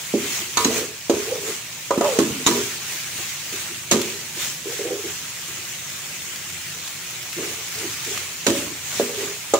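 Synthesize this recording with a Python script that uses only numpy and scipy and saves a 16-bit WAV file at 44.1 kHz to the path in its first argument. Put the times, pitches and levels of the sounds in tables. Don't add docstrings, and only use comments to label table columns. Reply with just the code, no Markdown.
import sys
import numpy as np
from scipy import signal
from scipy.io import wavfile
from scipy.ndimage import uniform_filter1d

SR = 44100
rng = np.random.default_rng(int(sys.argv[2]) if len(sys.argv) > 2 else 0)


def amp(db):
    return 10 ** (np.asarray(db, float) / 20)


def write(x):
    x = np.atleast_2d(x).T
    wavfile.write(sys.argv[1], SR, np.round(np.clip(x, -1, 1) * 32767).astype(np.int16))


N = 422919

# pitch_hz [Hz], level_db [dB], t60_s [s]
BOWL_MODES = [(136, 6, 0.048), (170, -12, 0.9), (217, 2, 0.45), (252, 0, 0.5), (280, 4, 0.25),
              (341, 2, 0.3), (358.8, -5, 0.4), (403, 0.5, 0.41), (445, 1, 0.15), (466, -5.5, 0.18),
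              (556.4, 1.1, 0.22), (603.5, -10.5, 0.35), (655, -3.5, 0.22), (804, -5, 0.25)]
# peak_s [s], rise_s [s], fall_s [s], lift_db [dB]
FRYING_FLARES = [(.36, 0.2, 0.12, 6.5), (.62, 0.076, 0.19, 7.5), (.78, 0.095, .13, 10),
                 (1.19, .1, 0.39, 6.5), (1.5, 0.095, .14, 6), (2.07, 0.06, 0.8, 6.5),
                 (2.56, 0.12, 0.45, 6.5), (2.94, 0.11, 0.33, 5), (3.22, 0.095, 0.17, 4),
                 (3.57, 0.063, 0.29, 3), (4.02, 0.074, 0.54, 6.5), (4.42, 0.087, 0.21, 9.5),
                 (4.74, 0.13, 0.18, 5), (5.1, 0.11, .08, 2.5), (7.48, 0.18, 0.17, 3.5),
                 (7.78, 0.18, 0.4, 4), (8.14, .15, .2, 4), (8.58, 0.13, 0.14, 6), (8.98, 0.16, 0.19, 6),
                 (9.2, 0.07, 0.18, 4.5)]


def evened(x):
    return x / np.sqrt(np.mean(x ** 2) + 1e-20)


def read(points, hz):
    f, value = np.transpose(points)
    return np.interp(np.log(hz + 1), np.log(f + 1), value)


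def add(mix, s, sound):
    part = mix[:, round(s * SR):][:, :sound.shape[1]]
    part += sound[:, :part.shape[1]]


def resonate(x, hz, width_hz):
    r = np.exp(-np.pi * width_hz / SR)
    angle = 2 * np.pi * hz / SR
    return signal.lfilter([1 - r], [1, -2 * r * np.cos(angle), r * r], x) * 2 * np.sin(angle)


def glide(x, hz, width_hz):
    carrier = np.exp(2j * np.pi * np.cumsum(hz) / SR)
    r = np.exp(-np.pi * width_hz / SR)
    smooth = signal.lfilter([1], [1, -2 * r, r * r], x / carrier)
    return (carrier * smooth).real


def nearness_db(hz, centre_hz, fall_db):
    return -fall_db * np.abs(np.log2(hz / centre_hz))


def ring(modes, weight_db, length, rise_s, luck, spread=0.004, uneven_db=2.5):
    hz, db, t60 = np.transpose(modes)[:, :, None]
    strength, detune, phase = luck[:len(hz)].T[:, :, None]
    t = np.arange(SR // 2) / SR
    size = amp(db + weight_db + uneven_db * strength - 60 * t / (t60 * length))
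    skew = np.minimum(hz / 1600, 3) * phase
    angle = 2 * np.pi * hz * (1 + spread * detune) * t
    both = np.array([(size * np.sin(angle + side * skew)).sum(0) for side in (-.5, .5)])
    both *= 1 - np.exp(-t / rise_s)
    return both / np.abs(both).max()


def knocks():
    # start_s [s], level_db [dB peak], pitch_hz [Hz, struck spot],
    # rim_db [dB re peak], blade_db [dB re peak]
    muffled = [(.138, -8.5, 320, -51, -24), (.645, -16.5, 413, -8, 10.5), (.654, -8, 285, -17, -17),
               (1.096, -2.5, 444, -19.5, -9.5), (1.138, -18, 430, -17.5, -10),
               (1.167, -17.5, 400, -16, -12), (1.906, -7.5, 544, -5, -10), (1.975, -7.5, 310, -17, -14),
               (2.009, -7.5, 480, -8, -8), (2.044, -15, 520, -2, -4), (2.187, -1, 370, -18, -6),
               (2.4624, -12.5, 297, -3, 7.5), (2.469, -17, 300, -2, 13), (2.487, -13, 370, -12, -2),
               (3.917, -11.5, 523, -18, 4.5), (3.922, -11.5, 248, -12, -4), (3.942, -11, 345, -25, -16),
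               (8.465, -8.5, 510, -10, 5), (8.479, -12, 283, -46.5, -30), (8.997, -5.5, 490, -21, -12),
               (9.536, -3, 540, -13, -6)]
    clangs = [
        (.570, -20, 297, 9, 12.5),
        (2.223, -15, 298, -18, -28),
        (2.507, -13.5, 310, -11, -13),
        (3.911, -13, 415, -6, 11),
        (3.959, -12, 370, -19, -22),
    ]
    # pitch_hz [Hz], level_db [dB], t60_s [s]
    rim_modes = [(802, -19, 0.25), (972, 0, 0.32), (1083, -1, 0.27), (1211, -3, 0.25), (1283, -2, 0.2),
                 (1455, -9, 0.2), (1740, -7, 0.19), (2005, -9, 0.15)]
    # pitch_hz [Hz], level_db [dB], t60_s [s]
    blade_modes = [(2300, -3, 0.4), (2643, -4, 0.3), (2805, -6, 0.2), (3700, 0, 0.3), (4035, 1, .6),
                   (4520, 0, 0.34), (5300, -4, 0.2), (5868, 5, 0.2), (6610, 10.5, 0.13), (6860, 4, 0.1),
                   (7117, 6, 0.12), (7400, 4, 0.15), (7700, 7, 0.04)]
    out, t = np.zeros((2, N)), np.arange(SR // 2) / SR
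    bowl_hz = np.array(BOWL_MODES)[:, :1]
    bright = signal.butter(1, [900, 14000], "bandpass", fs=SR)
    blows = sorted([row + (0.4,) for row in muffled] + [row + (1,) for row in clangs])
    lucks = rng.standard_normal((len(blows), 3, 14, 3))
    for (s, db, hz, rim_db, blade_db, length), (bowl_luck, rim_luck, blade_luck) in zip(blows, lucks):
        bowl_rise_s = 0.00087 * np.clip(-rim_db / 22, 1, 3)
        bowl = ring(BOWL_MODES, nearness_db(bowl_hz, hz, 15.7), 0.67, bowl_rise_s, bowl_luck)
        bowl = bowl * (0.49 + 0.8 * np.exp(-t / 0.019))
        bowl = signal.lfilter(*signal.butter(2, 0.54 * hz, "highpass", fs=SR), bowl)

        chatter = amp(3.9 * evened(uniform_filter1d(rng.standard_normal(len(t)), 90)))
        chatter = np.maximum(chatter, 3.6 * np.exp(-t / 0.0063))
        grit = rng.standard_normal((2, len(t))) * chatter
        low_grit, high_grit = resonate(grit, 3540, 2500), resonate(grit, 6540, 1600)
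        grit = signal.lfilter(*bright, grit) + amp(17.5) * high_grit + amp(10.5) * low_grit
        two_stages = amp(-17 - 60 * t / (0.13 * length)) + amp(-14.5 - 60 * t / 0.35)
        rattle = evened(grit) * two_stages * (1 - np.exp(-t / 0.0018))
        blade = ring(blade_modes, 0, .5 * length, .0006, blade_luck, spread=.006, uneven_db=3)
        blade = amp(-5) * blade * np.sqrt(chatter) + rattle

        free = np.clip(1.9 + rim_db / 24, .2, 1.1)
        shimmer = resonate(resonate(rng.standard_normal(len(t)), 1220, 820), 1260, 1000)
        rim = ring(rim_modes, 0, length * free, 0.00076, rim_luck)
        rim = rim + amp(-17.5 - 60 * t / 0.35) * evened(shimmer)
        add(out, s + .0008, amp(db) * (bowl + amp(rim_db) * rim + amp(blade_db - 1.5) * blade))
    return out


def pings():
    # start_s [s], level_db [dB peak], pitch_hz [Hz], t60_s [s]
    single_rings = [(.571, -17, 4400, .05), (.572, -24, 4030, .3), (.585, -26, 4480, .2),
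                    (.571, -24, 2300, .2), (.571, -14.5, 6500, .07), (0.646, -9, 6550, .035),
                    (.647, -22, 4040, 0.18), (2.463, -12, 3710, 0.06), (2.472, -17, 969, .2),
                    (1.907, -15, 1000, .07), (2.01, -17, 700, .1), (.139, -17, 270, .15),
                    (.139, -27, 560, .15), (2.24, -21, 220, .3), (2.53, -25, 240, .5), (.67, -25, 235, .6),
                    (3.95, -26, 222, .8), (9.537, -20, 1215, .2), (9.537, -18, 800, .2),
                    (9.537, -10, 555, .2), (9.02, -29, 240, .4), (1.097, -11, 345, .17),
                    (2.466, -9, 6840, 0.065), (3.912, -15, 6120, .04), (8.466, -19, 2530, 0.088),
                    (9.538, -9, 7100, .04)]
    out = np.zeros((2, N))
    for (s, db, hz, t60), luck in zip(single_rings, rng.standard_normal((len(single_rings), 3, 3))):
        add(out, s, amp(db) * ring([(hz, 0, t60)] * 3, 0, 0.92, 0.00081, luck, spread=0.012))
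    return out


def taps():
    # [Hz, struck spot]
    soft_taps = [(0.226, -23, 347), (0.415, -28.5, 343), (0.481, -36, 355), (0.745, -25, 457),
                 (0.809, -24.5, 356), (1.483, -21, 380), (1.507, -36, 394), (2.396, -30, 350),
                 (2.58, -17.5, 403), (3.192, -33.5, 362), (3.528, -26.5, 383), (3.705, -30, 347),
                 (4.369, -29, 379), (4.66, -20.5, 396), (4.795, -17.5, 440), (4.855, -15.5, 446),
                 (4.909, -15.5, 425), (4.939, -26, 400), (5.044, -22, 380), (5.486, -35, 360),
                 (5.579, -35, 358), (7.369, -25.5, 360), (7.424, -22.5, 412), (7.817, -29, 460),
                 (7.844, -22, 358), (8.065, -35, 365), (8.106, -29, 410), (8.705, -30, 354),
                 (9.172, -28, 396), (9.222, -22.5, 380)]
    out, bowl_hz = np.zeros((2, N)), np.array(BOWL_MODES)[:, :1]
    for (s, db, hz), luck in zip(soft_taps, rng.standard_normal((len(soft_taps), 14, 3))):
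        bowl = ring(BOWL_MODES, nearness_db(bowl_hz, hz, 29.0), 0.43, 0.006, luck)
        add(out, s - .003, amp(db - 3.5) * bowl)
    return out


def drone(hz_now, level_db, share, rasp_db=-15):
    size = len(hz_now)
    shape = (len(BOWL_MODES) + 2, size)
    clumps = amp(4.0 * evened(uniform_filter1d(rng.standard_normal(size), 600)))
    slips = rng.standard_normal(shape) * (rng.random(shape) < 900 / SR) * clumps
    hum = np.zeros(size)
    for x, (hz, mode_db, t60) in zip(slips, BOWL_MODES):
        drive = x * amp(mode_db + nearness_db(hz, hz_now, 10 + 22 * share))
        hum += resonate(drive, hz, 2.0 / t60)
    slide = evened(glide(slips[-1], hz_now, 28))
    slide = slide + amp(-18.5) * evened(glide(slips[-2], 1.6 * hz_now, 43))
    rasp = evened(resonate(resonate(slips[:2], 1000, 800), 1200, 900))
    hum = evened(hum) + 2.54 * share * slide
    hum /= np.sqrt(uniform_filter1d(hum ** 2, 3500) + 1e-20)
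    return (hum + amp(rasp_db) * rasp) * amp(level_db - 4) * signal.windows.tukey(size, .1)


def strokes():
    # start_s [s], length_s [s], level_db [dB], from_hz [Hz], to_hz [Hz]
    skids = [(0.149, 0.45, -24.5, 336, 392), (.67, 0.29, -19, 427, 423), (1.121, 0.15, -25, 384, 408),
             (1.921, 0.059, -20.5, 542, 545), (2.199, .25, -16, 331, 237), (2.477, 0.42, -20.5, 338, 404),
             (3.928, 0.34, -19, 360, 402), (7.37, .25, -26, 376, 446), (8.057, 0.24, -32.5, 370, 388),
             (8.478, 0.3, -17.5, 339, 280), (8.491, .2, -24, 603, 570), (9.009, .16, -27, 445, 465),
             (9.171, .22, -29, 400, 400)]
    # start_s [s], length_s [s], level_db [dB peak], from_hz [Hz], to_hz [Hz]
    drags = [
        (1.26, .14, -21.5, 390, 425),
        (1.424, 0.12, -29.5, 360, 363),
        (2.01, .09, -15, 432, 514),
        (2.38, 0.063, -39, 330, 386),
        (4.653, .13, -32, 379, 404),
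        (4.789, .24, -26.5, 419, 366),
        (5.021, 0.11, -36, 371, 363),
        (7.742, 0.15, -36.5, 382, 312),
    ]
    # start_s [s], length_s [s], level_db [dB], from_hz [Hz], to_hz [Hz]
    pulls = [
        (.585, .07, -27, 440, 445),
        (.72, .13, -26, 445, 480),
        (1.18, .09, -29, 400, 400),
        (1.385, .06, -31, 420, 390),
        (9.17, .16, -31, 410, 400),
        (2.02, .09, -26, 850, 880),
        (2.06, .125, -20, 575, 430),
        (2.55, .07, -23, 420, 405),
        (9.075, .1, -31, 500, 420),
    ]
    out = np.zeros((2, N))
    for s, length, db, from_hz, to_hz in skids:
        t = np.arange(0, length, 1 / SR)
        hz_now = from_hz + (to_hz - from_hz) * t / length
        add(out, s, drone(hz_now, db - 85 * t, 0.24))
    for s, length, db, from_hz, to_hz in drags:
        u = np.arange(0, length, 1 / SR) / length
        effort = np.sin(np.pi * u)
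        hz_now = (from_hz + (to_hz - from_hz) * u) * (1 + 0.2495 * effort)
        add(out, s, drone(hz_now, db - 10.5 * (1 - effort), 0.74))
    for s, length, db, from_hz, to_hz in pulls:
        u = np.arange(0, length, 1 / SR) / length
        add(out, s, drone(from_hz + (to_hz - from_hz) * u, db - 4 * u, .6, rasp_db=-9))
    return out


def flare_db(t, events):
    return sum(np.interp(t, [s - rise, s, s + fall], [0, db, 0]) for s, rise, fall, db in events)


def frying():
    # pitch_hz [Hz], level_db [dB per Hz]
    fizz_curve = [(120, -8.5), (190, -2.5), (260, -7.5), (600, -9), (1000, -6.5), (1400, -4.5),
                  (2450, 0.05), (3500, -3), (4900, -5.5), (6800, -0.46), (8300, -5.5), (9700, -10.5),
                  (13300, -13), (15300, -8)]
    # pitch_hz [Hz], coherence [-1 to 1]
    likeness = [(60, 1), (180, 1), (550, 0.75), (1650, 0.47), (4970, 0.0064), (15000, 0.013)]
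    # [dB, left over right]
    balance = [(60, -0.5), (180, -2), (550, -2), (1650, -1), (4970, -0.5), (15000, 0.5)]
    # time_s [s], level_db [dB]
    simmer = [(0, -33), (.55, -33), (.9, -37.5), (1.9, -35.5), (2.8, -36.5), (3.5, -32.5), (4.2, -38.5),
              (4.6, -36.5), (5.0, -34), (6.0, -34), (7.2, -34), (9.59, -34.5)]
    # peak_s [s], rise_s [s], fall_s [s], lift_db [dB]
    seethes = [(.33, .1, .1, 0), (.8, 0.07, .05, 1.5), (1.5, .06, .08, 1), (2.9, 0.037, .06, 3),
               (3.2, 0.028, .06, 1.5), (4.08, .04, .06, 3), (5.89, .04, 0.064, 2), (6.13, .06, 0.065, 1.5),
               (6.88, .03, .05, 2), (7.44, .03, .06, 5.5), (8.17, .03, .04, 5), (8.95, 0.047, .05, 3),
               (9.25, 0.042, .05, 2.5)]
    size = amp(2.3 * np.minimum(rng.exponential(1, (2, N)), 6))
    bursts = rng.random((2, N)) < 5000 / SR
    pops = rng.standard_normal((2, N)) * (size * bursts + 0.94)
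    hz, t, z = signal.stft(pops, SR, nperseg=512, noverlap=384)
    patches = rng.standard_normal(z.shape[1:])
    patches = evened(uniform_filter1d(uniform_filter1d(patches, 8, 0), 18, 1))
    flecks = evened(uniform_filter1d(rng.standard_normal(z.shape[1:]), 9, 1))
    large = 1 / (1 + (hz[:, None] / 2200) ** 3)
    field_db = read(fizz_curve, hz)[:, None] + 1.2 * patches + 1.8 * flecks
    field_db = field_db + large * (-3 + flare_db(t, seethes))
    same = np.clip(read(likeness, hz), -1, 1)[:, None]
    z = np.array([z[0], same * z[0] + np.sqrt(1 - same ** 2) * z[1]]) * amp(field_db)
    z *= amp(np.array([.5, -.5])[:, None, None] * read(balance, hz)[:, None])
    fizz = evened(signal.istft(z, SR, nperseg=512, noverlap=384)[1][:, :N])
    now = np.arange(N) / SR
    return fizz * amp(np.interp(now, *np.transpose(simmer)) + flare_db(now, FRYING_FLARES) + 3.5)


def spits():
    # [dB, left over right]
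    fat_spits = [(2.9228, -17, 0.0), (3.5280, -18, 0.0), (4.0153, -12, 2), (5.8994, -22, -1.0),
                 (6.3596, -19.5, -0.5), (6.4994, -23, 0.0), (6.8768, -19.5, 0.0), (7.2275, -21, 0.0),
                 (7.3292, -19.5, -1.5), (8.0474, -16, 3.5), (8.1754, -15, -0.5)]
    out, t = np.zeros((2, N)), np.arange(400) / SR
    for (s, db, lean_db), burst in zip(fat_spits, rng.standard_normal((len(fat_spits), 2, len(t)))):
        crack = np.diff(burst[0] + .6 * burst, prepend=0) * amp(-60 * t / 0.035)
        pop = resonate(crack, 2600, 3500)
        add(out, s, amp(db + np.array([[.5], [-.5]]) * lean_db) * pop / np.abs(pop).max())
    return out


def bubbles():
    # pitch_hz [Hz], width_hz [Hz]
    bubble_modes = [(1900, 380), (2300, 250), (2600, 400), (3000, 420), (6500, 700), (7200, 620)]
    out = np.zeros((2, N))
    for hz, width_hz in bubble_modes:
        size = amp(4. * np.minimum(rng.exponential(1, N), 4))
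        bursts = (rng.random(N) < 25 / SR) * size
        side = rng.uniform(0, np.pi / 2, N)
        placed = bursts * np.array([np.cos(side), np.sin(side)])
        out += resonate(placed, hz, width_hz) * SR / (2 * np.pi * width_hz)
    return out * amp(-41 + .7 * flare_db(np.arange(N) / SR, FRYING_FLARES))


def burner():
    # pitch_hz [Hz], width_hz [Hz], level_db [dB]
    cavity = [(91.8, 7, -2), (118.4, 11.4, 2), (146, 23, 2), (169.3, 7.5, -2), (358, 9.4, -5)]
    gusts = amp(1.3 * evened(uniform_filter1d(rng.standard_normal(N), 2500)))
    air = rng.standard_normal((3, N)) * gusts
    roar = np.zeros((3, N))
    for hz, width_hz, db in cavity:
        roar += amp(db) * evened(resonate(resonate(air, hz, 0.91 * width_hz), hz, 0.91 * width_hz))
    return amp(-49.5) * evened(roar[0] + 0.14 * roar[1:])


def jolts():
    # start_s [s], level_db [dB peak]
    pushes = [
        (.654, -43),
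        (1.098, -50),
        (1.978, -44),
        (2.189, -42),
        (2.466, -27),
        (3.914, -49),
        (9.538, -40),
    ]
    pitch_hz, t60_s = 54, 0.039
    out, t = np.zeros((2, N)), np.arange(SR // 5) / SR
    for s, db in pushes:
        decay = amp(db - 60 * t / t60_s + np.array([[-4.], [4.]]))
        add(out, s, decay * np.sin(2 * np.pi * pitch_hz * t) * 3)
    return out


def kitchen(x):
    t = np.arange(SR // 3) / SR
    signs = rng.choice([-1., 1.], (2, len(t)))
    sparse = rng.random((2, len(t))) < 2000 / SR
    tail = signs * sparse * amp(-60 * t / 0.56) * (t > .003)
    shared = tail.mean(0)
    tail = shared + signal.lfilter(*signal.butter(2, 300, "highpass", fs=SR), tail - shared)
    return signal.fftconvolve(x, tail / np.linalg.norm(tail[0]), axes=1)[:, :N]


def scene():
    pan = (knocks() + pings() + taps() + strokes()) * amp(np.array([[-1.2], [1.2]]))
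    return pan + amp(-15.5) * kitchen(pan) + frying() + spits() + burner() + jolts() + bubbles()


def low_pass(x):
    return signal.sosfilt(signal.butter(12, 16820, fs=SR, output="sos"), x)


def record(dry):
    cut = signal.lfilter(*signal.butter(4, 66, "highpass", fs=SR), dry)
    rumble = evened(resonate(resonate(rng.standard_normal(dry.shape), 55, 76), 55, 76))
    rumble = rumble * amp(-76 + np.array([[2.5], [-2.5]]))
    held = .95 * np.tanh((cut + rumble) / .95)
    edge = signal.firwin(511, 15750, window=("kaiser", 5), fs=SR)
    limited = signal.oaconvolve(held, edge[None], "same")
    return low_pass(limited)


dry = scene()
out = record(dry)
write(out)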